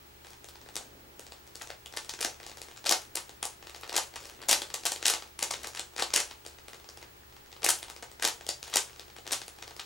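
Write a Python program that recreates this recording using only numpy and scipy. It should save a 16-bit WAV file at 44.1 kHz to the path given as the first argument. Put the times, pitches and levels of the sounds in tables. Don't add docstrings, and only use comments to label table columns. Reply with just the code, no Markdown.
import sys
import numpy as np
from scipy import signal
from scipy.fft import rfft, irfft
from scipy.io import wavfile
from scipy.ndimage import uniform_filter1d

SR = 44100
rng = np.random.default_rng(int(sys.argv[2]) if len(sys.argv) > 2 else 0)


def boost(x):
    u = np.asarray(x, float) / 20
    return 10 ** u


def materialize(psi):
    bounded = np.clip(np.atleast_2d(psi).T, -1, 1)
    quanta = np.round(bounded * 32767).astype(np.int16)
    wavfile.write(sys.argv[1], SR, quanta)


N = 434385

# f/Hz, level/dB
SNAP_COLOUR = [(1300, -18.5), (2500, -11.5), (4500, -4.5), (8000, -5.5), (11000, -11.5), (13500, -22),
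               (16000, -25)]
CLACK_MS = 2.3


def on_log(table, hz):
    table = np.array(table, float)
    return np.interp(np.log(np.maximum(hz, 1)), np.log(table[:, 0]), table[:, 1])


def shape(x, response):
    size = x.shape[-1]
    hz = np.arange(size // 2 + 1) * SR / size
    return irfft(rfft(x) * response(hz), size)


def level(x, db):
    return x * boost(db) / np.sqrt(np.mean(x ** 2))


def diffuse(size, narrow_db):
    # f/Hz, side minus mid/dB
    width = [(60, -18), (120, -12), (200, -3), (700, 3.5), (2400, 1.9), (8000, -2), (15000, 1)]
    mid, side = rng.standard_normal((2, size))
    side = shape(side, lambda hz: boost(on_log(width, hz) - narrow_db))
    return np.array([mid + side, mid - side])


def place_at(s, sounds):
    out = np.zeros(N + 2000)
    starts = (s[:, None] * SR).astype(int)
    np.add.at(out, starts + np.arange(sounds.shape[1]), sounds)
    return out[:N]


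def rings(colour, tilt_db, spread_s, count, size, tau_s):
    t = np.arange(size) / SR
    pitch, late, strength = rng.random((len(tilt_db), 3, count, 1)).transpose(1, 0, 2, 3)
    place = (np.arange(count)[:, None] + pitch) / count
    lowest_hz, highest_hz = colour[0][0], colour[-1][0]
    hz = lowest_hz * (highest_hz / lowest_hz) ** place
    age = np.maximum(t - spread_s[:, None, None] * late, 0)
    tilt = tilt_db[:, None, None] * (place - .5)
    gain = boost(on_log(colour, hz) + tilt + 11.5 * (strength - .5))
    decay = np.exp(-age / tau_s * 3 ** (place - .5))
    ring = (gain * decay * np.sin(2 * np.pi * hz * age)).sum(axis=1)
    peak_power = uniform_filter1d(ring ** 2, size=60).max(axis=1, keepdims=True)
    return ring / np.sqrt(2 * peak_power)


def struck(table, ratios, tau_s, gain_db):
    s, db, hz = np.transpose(table)
    t = np.arange(600) / SR
    ring = sum(np.sin(2 * np.pi * ratio * hz[:, None] * t) for ratio in ratios)
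    onset = np.minimum(t / .00034, 1)
    return place_at(s, boost(db + gain_db)[:, None] * ring * np.exp(-t / tau_s) * onset / 2)


def background():
    # f/Hz, level per Hz/dB
    air = [(20, -7.5), (50, 1.5), (120, -6), (500, -10), (1800, -12.5), (5500, -18.5), (10000, -22.5),
           (16000, -23.5)]
    # level/dB, side level/dB, waver (0-1)
    tone_levels = [(-65.5, -18, .2), (-68.5, -16, .25), (-71.5, -5, .15), (-72, -5, .15), (-77, -5, .15),
                   (-65.5, 2.5, .06), (-75, 2.5, .15)]
    tone_hz = [
        70.0,
        120.0,
        350,
        409,
        840,
        15735,
        15722.2,
    ]
    sound = level(shape(diffuse(N, narrow_db=-0.5), lambda hz: boost(on_log(air, hz))), -55.5)
    t = np.arange(N) / SR
    for hz, (db, side_db, waver) in zip(tone_hz, tone_levels):
        drift = uniform_filter1d(rng.standard_normal((2, N)), size=2000)
        drift = uniform_filter1d(drift, size=2000)
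        strength = np.sqrt(2) * boost(db) * (1 + waver * drift / drift.std())
        mid, side = strength * np.sin(2 * np.pi * hz * t + np.array([[0], [1.3]]))
        sound = sound + mid + boost(side_db) * side * np.array([[1], [-1]])
    return sound


def fingers():
    # t/s, drag level/dB
    handling = [(0, -56), (.35, -60), (.72, -44.5), (1.3, -51), (1.9, -83), (2.9, -48), (3.25, -50),
                (3.801, -70), (4.4, -45.5), (5.05, -57), (5.3, -72), (5.58, -39), (5.85, -85), (6.15, -46),
                (6.5, -85), (7.6, -62), (9.1, -62), (9.85, -68)]
    rub = shape(diffuse(N, narrow_db=10), lambda hz: 1 / (1 + 9j * (hz / 320 - 320 / (hz + 1)) / 11) ** 2)
    grip = np.repeat(rng.standard_normal(N // 900 + 1), 900)[:N]
    grip = uniform_filter1d(grip, size=900)
    drag_db = np.interp(np.arange(N) / SR, *np.transpose(handling))
    return level(rub, 0) * boost(2.2 * grip + drag_db - 15)


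def hits():
    # t/s, level/dB, hollow knock over snap/dB, brightness/dB
    cracks = [(.756, -25.5, -18, 16), (0.7656, -22, -39, 6), (1.1949, -31.5, -2, 12),
              (1.5557, -31.5, -19, 9), (1.966, -30, -21, 7), (2.208, -24, -26, 12),
              (2.2125, -19.5, -31, 12), (2.617, -28.5, -32, 3), (2.8541, -29, -11, 0),
              (3.1562, -19.5, -30, 20), (3.895, -25, -8, -3), (3.956, -20.5, -26, -3),
              (3.9789, -19, -26, 25), (4.7416, -20, -39, 12), (4.8537, -20.5, -16, 8),
              (4.855, -21.5, -27, 18), (4.9611, -28, -12, 1), (5.0276, -22.5, -24, -6),
              (5.964, -26.5, -28, -6), (6.464, -29.5, -6, 7), (7.632, -24, -12, -5), (7.664, -11.5, -29, 4),
              (7.8292, -27, -31, 3), (8.2434, -19, -19, -6), (8.4664, -28.5, -6, 6), (8.629, -27.5, -29, 8),
              (8.996, -30.5, -30, -2), (9.2766, -27, -21, -1), (9.3232, -16.5, -38, 30),
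              (9.481, -31.5, -5.5, 12)]
    # t/s, level/dB, hollow knock over snap/dB, brightness/dB
    clack_events = [(2.0937, -26.5, -9, 3), (2.2271, -23.5, -11, 3), (2.247, -19, -2, 1.5),
                    (2.867, -19.5, -25, -3), (2.893, -13, -26, 8), (2.923, -14.5, -3.5, 4),
                    (3.4285, -23, -3, 1), (3.9648, -15.5, -14, 12), (4.4861, -18, -10, 12),
                    (4.4926, -13, -5.5, 11), (4.5118, -11.5, -4.5, 10), (4.5282, -12.5, -10.5, 4),
                    (4.8595, -22.5, -8.5, 3), (5.055, -13.5, -25, -2), (5.0809, -14, -22, 6),
                    (5.137, -21, -6, -3), (5.4262, -16, -7.5, 5.5), (5.9951, -24, -8, -7),
                    (6.0227, -19, 2.5, -6.5), (6.138, -16, -5, 7), (6.161, -12, -21, 3.5),
                    (6.1761, -21, -33, -29), (6.202, -20, -23, 6), (8.2241, -20.5, -11, 1),
                    (8.2499, -15, -5.5, 5), (8.2751, -21.5, -7, 6.5), (8.4895, -21, -12.5, 6),
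                    (8.7386, -20.5, -23, 1), (8.7574, -14, -2.5, 11), (8.7696, -13, -30, 11.5)]
    # t/s, level/dB, hollow knock over snap/dB, length/ms
    scuffles = [(1.6124, -34.5, -8, 5.4), (1.9709, -25, -3.5, 4), (2.8606, -25, 1, 3.4),
                (2.9102, -17, 1.5, 3.84), (3.1709, -26.5, -1, 2.75), (3.9404, -30.5, 4.5, 10.7),
                (3.9811, -27.5, 7, 6.9), (4.1623, -33, 1, 1.9), (4.496, -20, -18, 5.5),
                (4.5177, -25, -3, 5.8), (4.8644, -21, -8, 5.6), (4.9186, -23, -1.5, 3.8),
                (5.0653, -17, -14, 2), (5.1, -18.5, -7.5, 7.3), (5.5084, -23, -1.5, 4.56),
                (5.5359, -27.5, -10, 7.4), (5.6438, -31, -2, 3.6), (5.7718, -30.5, -26, 4.4),
                (5.979, -29.5, -3, 4), (6.0001, -28.5, -1, 5.9), (7.6439, -17.5, -3, 4.6),
                (7.689, -13.5, -7.5, 4.5), (7.7012, -16.5, -22, 4.6), (8.232, -27.5, -9, 6.4),
                (8.7279, -34, -1, 6.7), (9.3275, -21.5, -6, 6.5), (9.7948, -30, -10, 6.5)]
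    # t/s, level/dB, brightness/dB
    taps = [(1.7033, -32, -9), (1.8597, -37.5, 14), (2.1373, -30, -4), (2.19, -34.5, -10),
            (2.465, -33.5, 0), (3.453, -24, 16), (3.696, -35, -2), (3.7467, -35, -10), (3.8337, -31.5, -24),
            (3.9275, -30, -1), (4.158, -32, 8), (4.6186, -25, 1), (4.7022, -35, -7), (4.743, -25.5, 1),
            (4.8352, -34, -9), (5.223, -32.5, -8), (5.391, -27, 4), (5.633, -35, 11), (5.671, -30.5, 14),
            (5.749, -32, 0), (5.7946, -24, 3), (5.9906, -27.5, -22), (6.311, -33.5, -12), (7.6202, -36, -9),
            (7.8994, -32, 3), (8.2851, -24, -7), (9.309, -28.5, -12), (9.3189, -25.5, 13),
            (9.4166, -31.5, -5), (9.625, -32, -6)]
    # t/s, level/dB
    ticks = [(0.269, -41), (0.305, -42.5), (0.444, -36), (.487, -37.5), (1.267, -39), (1.3213, -36),
             (1.4755, -45), (1.673, -37), (1.9251, -40), (2.047, -36.5), (2.4968, -36), (2.572, -36.5),
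             (2.772, -40), (3.2939, -35.5), (3.8115, -41.5), (4.255, -34.5), (4.4175, -35), (5.7617, -50),
             (6.451, -39.5), (6.683, -35), (6.7457, -39.5), (6.8899, -37), (6.9733, -36.5), (7.5172, -44),
             (7.964, -35.5), (8.0254, -34), (8.7, -46), (9.2667, -33.5), (9.6782, -35.5), (9.765, -36.5)]
    # t/s, level/dB, brightness/dB
    more_ticks = [(0.6145, -44, -4), (0.6617, -41.5, -30), (.7424, -57, -8), (1.1616, -61, 13),
                  (1.5097, -56, 11), (1.599, -54, -14), (1.6202, -31.5, 26), (2.439, -40, -2),
                  (2.4893, -43, -6), (2.584, -41, 3), (2.6854, -40, -10), (3.65, -48, -2), (3.762, -38, 8),
                  (3.8772, -38, -2), (4.269, -48, 1), (4.436, -35.5, -18), (5.2763, -48, 10), (5.936, -45, -14),
                  (6.8439, -42.5, -7), (7.325, -47, -5), (7.4608, -46, -4), (7.528, -37, -9),
                  (7.565, -40.5, -13), (8.1155, -40.5, 7), (8.8975, -46, -10), (8.931, -43, -10),
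                  (8.9612, -41.5, -11), (9.0817, -44, -13), (9.257, -47, -12), (9.5626, -49, 10)]
    # t/s, level/dB
    pats = [(.2468, -42.5), (0.3322, -43), (0.5558, -43), (.688, -41), (1.9376, -37.5), (2.4008, -39.5),
            (2.4306, -39.5), (2.515, -40), (2.7128, -43), (2.842, -37), (3.6264, -40), (3.6703, -36.5),
            (4.139, -41.5), (4.426, -38.5), (5.4105, -37), (6.586, -42.5), (6.7322, -37.5), (6.799, -46),
            (7.027, -39.5), (7.365, -45), (7.8833, -40), (8.029, -34.5), (8.197, -35.5), (8.4097, -38.5),
            (8.6779, -42), (9.101, -45), (9.1643, -38), (9.185, -40), (9.5864, -42), (9.7085, -40.5)]
    crack_ms, tap_ms, tick_ms = 0.443, 1.63, 0.772
    tap_knock_db, tick_knock_db, pat_knock_db = -5, -5, 0
    tick_bright_db, pat_bright_db = 1, -9
    rows = [(*row, crack_ms) for row in cracks]
    rows += [(*row, CLACK_MS) for row in clack_events]
    rows += [(s, db, knock_db, 44 + 1.78 * db, ms) for s, db, knock_db, ms in scuffles]
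    rows += [(s, db, tap_knock_db, bright_db, tap_ms) for s, db, bright_db in taps]
    rows += [(s, db, tick_knock_db, tick_bright_db, tick_ms) for s, db in ticks]
    rows += [(s, db, tick_knock_db, bright_db, tick_ms) for s, db, bright_db in more_ticks]
    rows += [(s, db, pat_knock_db, pat_bright_db, tap_ms) for s, db in pats]
    return np.transpose(rows)


def slide():
    # start t/s, length/s, rattle level/dB
    scrapes = [
        (0.226, 0.11, -71),
        (2.393, 0.58, -75),
        (3.644, 0.39, -71),
        (4.155, 0.22, -57.5),
        (5.57, 0.14, -55),
        (8.65, 0.14, -56),
        (9.56, 0.15, -68),
    ]
    rattle_db, fidget_db = -34, -94
    lead_s, fall_s, follows = .005, 0.046, 0.83
    when, strength = rng.random((2, 2500))
    when = when * N / SR
    s, db = hits()[:2]
    age = when[:, None] - s
    nearness = np.exp(-np.maximum(age / fall_s, -age / lead_s) * 2)
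    shaken = (boost(db) ** 2 * nearness).sum(axis=1) ** (follows / 2)
    size = boost(rattle_db) * shaken + boost(fidget_db)
    for start, length, drag_db in scrapes:
        progress = np.clip((when - start) / length, 0, 1)
        size = size + boost(drag_db) * np.sin(np.pi * progress) ** .5
    small_ticks = rings(SNAP_COLOUR, 0 * when - 4, 0 * when + 0.000865, count=10, size=160, tau_s=0.00015)
    size = size * (1.01 - strength) ** -.22
    return 3 * place_at(when, small_ticks * size[:, None])


def pings():
    # t/s, level/dB, f/Hz
    loose_faces = [(.7661, -25.5, 4380), (1.8599, -33, 3200), (3.453, -26, 8840), (4.6185, -29.5, 3750),
                   (6.889, -36, 5200), (3.922, -33, 840), (.81, -42, 700), (8.4908, -17.5, 5050),
                   (8.5, -33, 5800), (8.513, -31, 5250), (8.532, -38, 4300), (8.475, -38, 4700),
                   (7.083, -53, 1800), (7.235, -53, 1650), (1.703, -33, 600), (5.4258, -27, 560),
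                   (8.49, -27.5, 600), (7.688, -19.5, 1620)]
    # t/s, level/dB, f/Hz
    chimes = [(2.0921, -22, 6080), (2.2264, -21, 4440), (2.2483, -12, 4470), (2.8659, -9, 4920),
              (2.8928, -9, 4910), (2.9098, -16, 8100), (2.9224, -12, 5140), (3.1537, -12, 8510),
              (3.4276, -6, 9500), (3.9644, -7, 4630), (4.4927, -13, 4700), (4.4984, -6, 8570),
              (4.5111, -10, 6450), (4.5274, -11, 7960), (4.7401, -13, 6370), (4.8584, -9, 5130),
              (4.9207, -16, 7100), (5.0549, -9, 6170), (5.0799, -9, 8200), (5.0994, -12, 1400),
              (5.4261, -13, 4380), (5.5079, -19, 2090), (6.0222, -8, 4910), (6.1379, -5, 5760),
              (6.1604, -8, 5600), (6.1754, -16, 3530), (7.643, -16, 7520), (7.664, -10, 8900),
              (7.6879, -4, 5600), (7.7034, -10, 7500), (8.2237, -17, 1740), (8.2496, -13, 5630),
              (8.7575, -8, 8430), (8.7695, -8, 6230), (9.3232, -19, 5430)]
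    # t/s, level/dB, f/Hz
    flecks = [(0.4926, -35, 8180), (0.7419, -40, 5810), (1.4684, -41, 5940), (1.5514, -35, 4570),
              (1.5972, -37, 6030), (2.3435, -32, 3530), (2.3627, -43, 3400), (2.3768, -44, 1890),
              (2.4448, -38, 3880), (2.7633, -34, 4050), (2.7759, -29, 4050), (3.0192, -32, 6760),
              (3.0517, -38, 5600), (3.2526, -43, 4910), (3.2636, -42, 1510), (3.2768, -42, 1720),
              (3.4117, -45, 2670), (3.6145, -44, 1680), (3.811, -34, 8570), (3.8905, -34, 4740),
              (4.1138, -44, 2150), (4.1307, -39, 1510), (4.1907, -34, 3660), (4.2023, -32, 3920),
              (4.2446, -37, 1850), (4.25, -34, 4610), (4.27, -40, 7410), (4.3913, -35, 1890),
              (4.4047, -34, 1510), (4.413, -40, 1510), (4.4213, -36, 2410), (5.0129, -33, 2070),
              (5.0199, -33, 3190), (5.1662, -23, 2630), (5.4182, -28, 5680), (5.6069, -38, 5510),
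              (5.7339, -32, 4090), (5.7605, -26, 5770), (5.8019, -32, 2500), (6.1045, -22, 3620),
              (6.12, -33, 2410), (6.5465, -40, 2410), (7.0158, -35, 3880), (7.0218, -42, 1510),
              (7.031, -38, 1510), (7.165, -49, 5470), (7.2062, -47, 1510), (7.2984, -47, 5560),
              (7.6365, -27, 1680), (7.788, -28, 8740), (7.8259, -32, 1510), (8.0978, -40, 1720),
              (8.4457, -36, 3570), (8.657, -34, 4130), (8.6726, -31, 2580), (8.6998, -34, 8400),
              (9.2589, -37, 2020), (9.4634, -39, 7840), (9.6741, -36, 2540), (9.7154, -38, 1590)]
    # t/s, level/dB, f/Hz
    more_flecks = [(1.6966, -32, 1210), (2.0873, -38, 1210), (2.187, -39, 1640), (2.2041, -30, 1210),
                   (2.2492, -13, 4720), (2.2581, -25, 5730), (2.7605, -37, 2110), (3.1547, -15, 7160),
                   (3.2828, -41, 8270), (3.6482, -40, 2240), (3.9231, -33, 1210), (3.9621, -18, 2370),
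                   (3.9779, -10, 4870), (4.1651, -24, 4090), (4.2698, -37, 7450), (4.3033, -38, 1210),
                   (4.4208, -36, 3790), (4.4985, -13, 3490), (4.7444, -19, 6370), (4.8598, -17, 6200),
                   (5.0131, -35, 2070), (5.0239, -33, 5730), (5.0338, -32, 1720), (5.0633, -15, 5940),
                   (5.1659, -23, 2630), (5.4407, -20, 6200), (5.6687, -27, 2410), (5.6735, -26, 7710),
                   (5.7987, -24, 4310), (5.8017, -29, 2450), (6.101, -36, 2890), (6.1252, -32, 1210),
                   (6.1354, -18, 3400), (6.1755, -12, 5510), (6.2853, -37, 4690), (6.4609, -35, 1210),
                   (6.8977, -37, 5680), (7.0214, -39, 1460), (7.6248, -33, 1210), (7.6367, -27, 1680),
                   (7.6702, -19, 5940), (7.8257, -33, 4010), (7.895, -34, 2840), (8.0229, -41, 3400),
                   (8.6723, -34, 5210), (9.1607, -41, 1210), (9.254, -36, 4010), (9.2587, -35, 1210),
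                   (9.3057, -30, 4350), (9.616, -40, 1510), (9.6743, -36, 2540), (9.7154, -37, 1590)]
    close, wide = (.93, 1, 1.06), (.37, .62, 1, 1.31, 1.73)
    ringing = struck(loose_faces, close, tau_s=0.0024, gain_db=0)
    ringing = ringing + struck(chimes, close, tau_s=0.00097, gain_db=-11)
    ringing = ringing + struck(flecks, wide, tau_s=0.00056, gain_db=2)
    return ringing + struck(more_flecks, wide, tau_s=.0005, gain_db=0)


def all_round(sounds, size):
    spectrum = rfft(sounds, 1024)
    even = np.sqrt(uniform_filter1d(np.abs(spectrum) ** 2, size=size))
    return irfft(even * spectrum / (np.abs(spectrum) + 1e-9))


def clacks():
    # f/Hz, level/dB
    core_colour = [(220, -17), (400, -19.5), (750, 9), (1100, 3), (1700, -12.5)]
    s, db, knock_db, bright_db, scuffle_ms = hits()
    scuffle_s = np.clip(scuffle_ms, .2, 9) / 1000 + .0004

    snap = rings(SNAP_COLOUR, 1.8 * np.minimum(bright_db, 16), scuffle_s, count=56, size=600, tau_s=.0007)
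    snap = boost(db)[:, None] * snap

    core_tilt_db = 12 * rng.standard_normal(len(s)) - 4
    knock = rings(core_colour, core_tilt_db, scuffle_s / 2, count=11, size=900, tau_s=.003)
    knock = boost(db + knock_db - 1.5)[:, None] * knock

    creak_gain = boost(db - 9) * np.minimum(scuffle_ms / CLACK_MS, 1)
    creak = rings(SNAP_COLOUR, bright_db + 3.0, 0 * s + 0.014, count=30, size=640, tau_s=0.00021)
    growth = np.minimum(np.arange(640) / SR / .003, 1)
    creak = creak_gain[:, None] * creak * growth

    snap_s = s - .0004
    front = place_at(snap_s, snap) + place_at(s, knock)
    spread = place_at(snap_s, all_round(snap, size=45)) + place_at(s, all_round(knock, size=14))
    return np.array([front, spread]) + place_at(s - .0045, creak)


def room(x):
    # delay t/s, left level/dB, right level/dB
    echoes = [
        (.0025, -17, -17),
        (.0087, -12, -7.5),
        (.0110, -19, -15),
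        (.0175, -16, -11),
    ]
    # f/Hz, t/s
    fall_time = [(250, 0.29), (800, 0.22), (2000, 0.22), (5500, 0.21), (14000, 0.27)]
    # f/Hz, level/dB
    tail_start = [(250, -41.5), (700, -29.5), (2500, -30.5), (8000, -30.5), (14000, -40.5)]
    # f/Hz, lead/radians
    left_lead = [(60, .03), (260, .6), (690, 1.0), (1030, .7), (3300, .25), (10000, .03)]
    # f/Hz, left minus right/dB
    left_gain = [(150, -3.5), (600, 4), (2500, 3), (5000, 4), (12000, 2.5)]
    no_bass = signal.butter(4, 345, "high", fs=SR, output="sos")
    front, spread = signal.sosfilt(no_bass, x)

    t = np.arange(SR // 2) / SR
    noise, answer = diffuse(len(t), narrow_db=8), 0
    for hz in 125 * 2. ** np.arange(8):
        band = shape(noise, lambda f: np.cos(np.pi / 2 * np.clip(np.log2(np.maximum(f, 1) / hz), -1, 1)) ** 2)
        answer = answer + band * boost(on_log(tail_start, hz) - 60 * t / on_log(fall_time, hz))
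    answer = answer * boost(np.array([[-1.2], [1.2]])) * np.clip((t - .0082) / 0.0022, .2, 1)
    for s, *db in echoes:
        answer[:, int(s * SR)] += boost(np.array(db))

    heard = front + signal.fftconvolve(spread[None], answer, axes=1)[:, :N]
    half = np.array([[.5], [-.5]])
    return shape(heard, lambda hz: boost(half * on_log(left_gain, hz)) * np.exp(1j * half * on_log(left_lead, hz)))


def scene():
    cube = clacks() + slide() + pings()
    return room(cube) + fingers() + background()


def roll_off(x):
    return signal.sosfilt(signal.butter(12, 16830, fs=SR, output="sos"), x)


def record(dry):
    top_cut = signal.ellip(8, .3, 45, 15850, fs=SR, output="sos")
    mix = signal.sosfilt(top_cut, dry)
    return roll_off(mix)


dry = scene()
out = record(dry)
materialize(out)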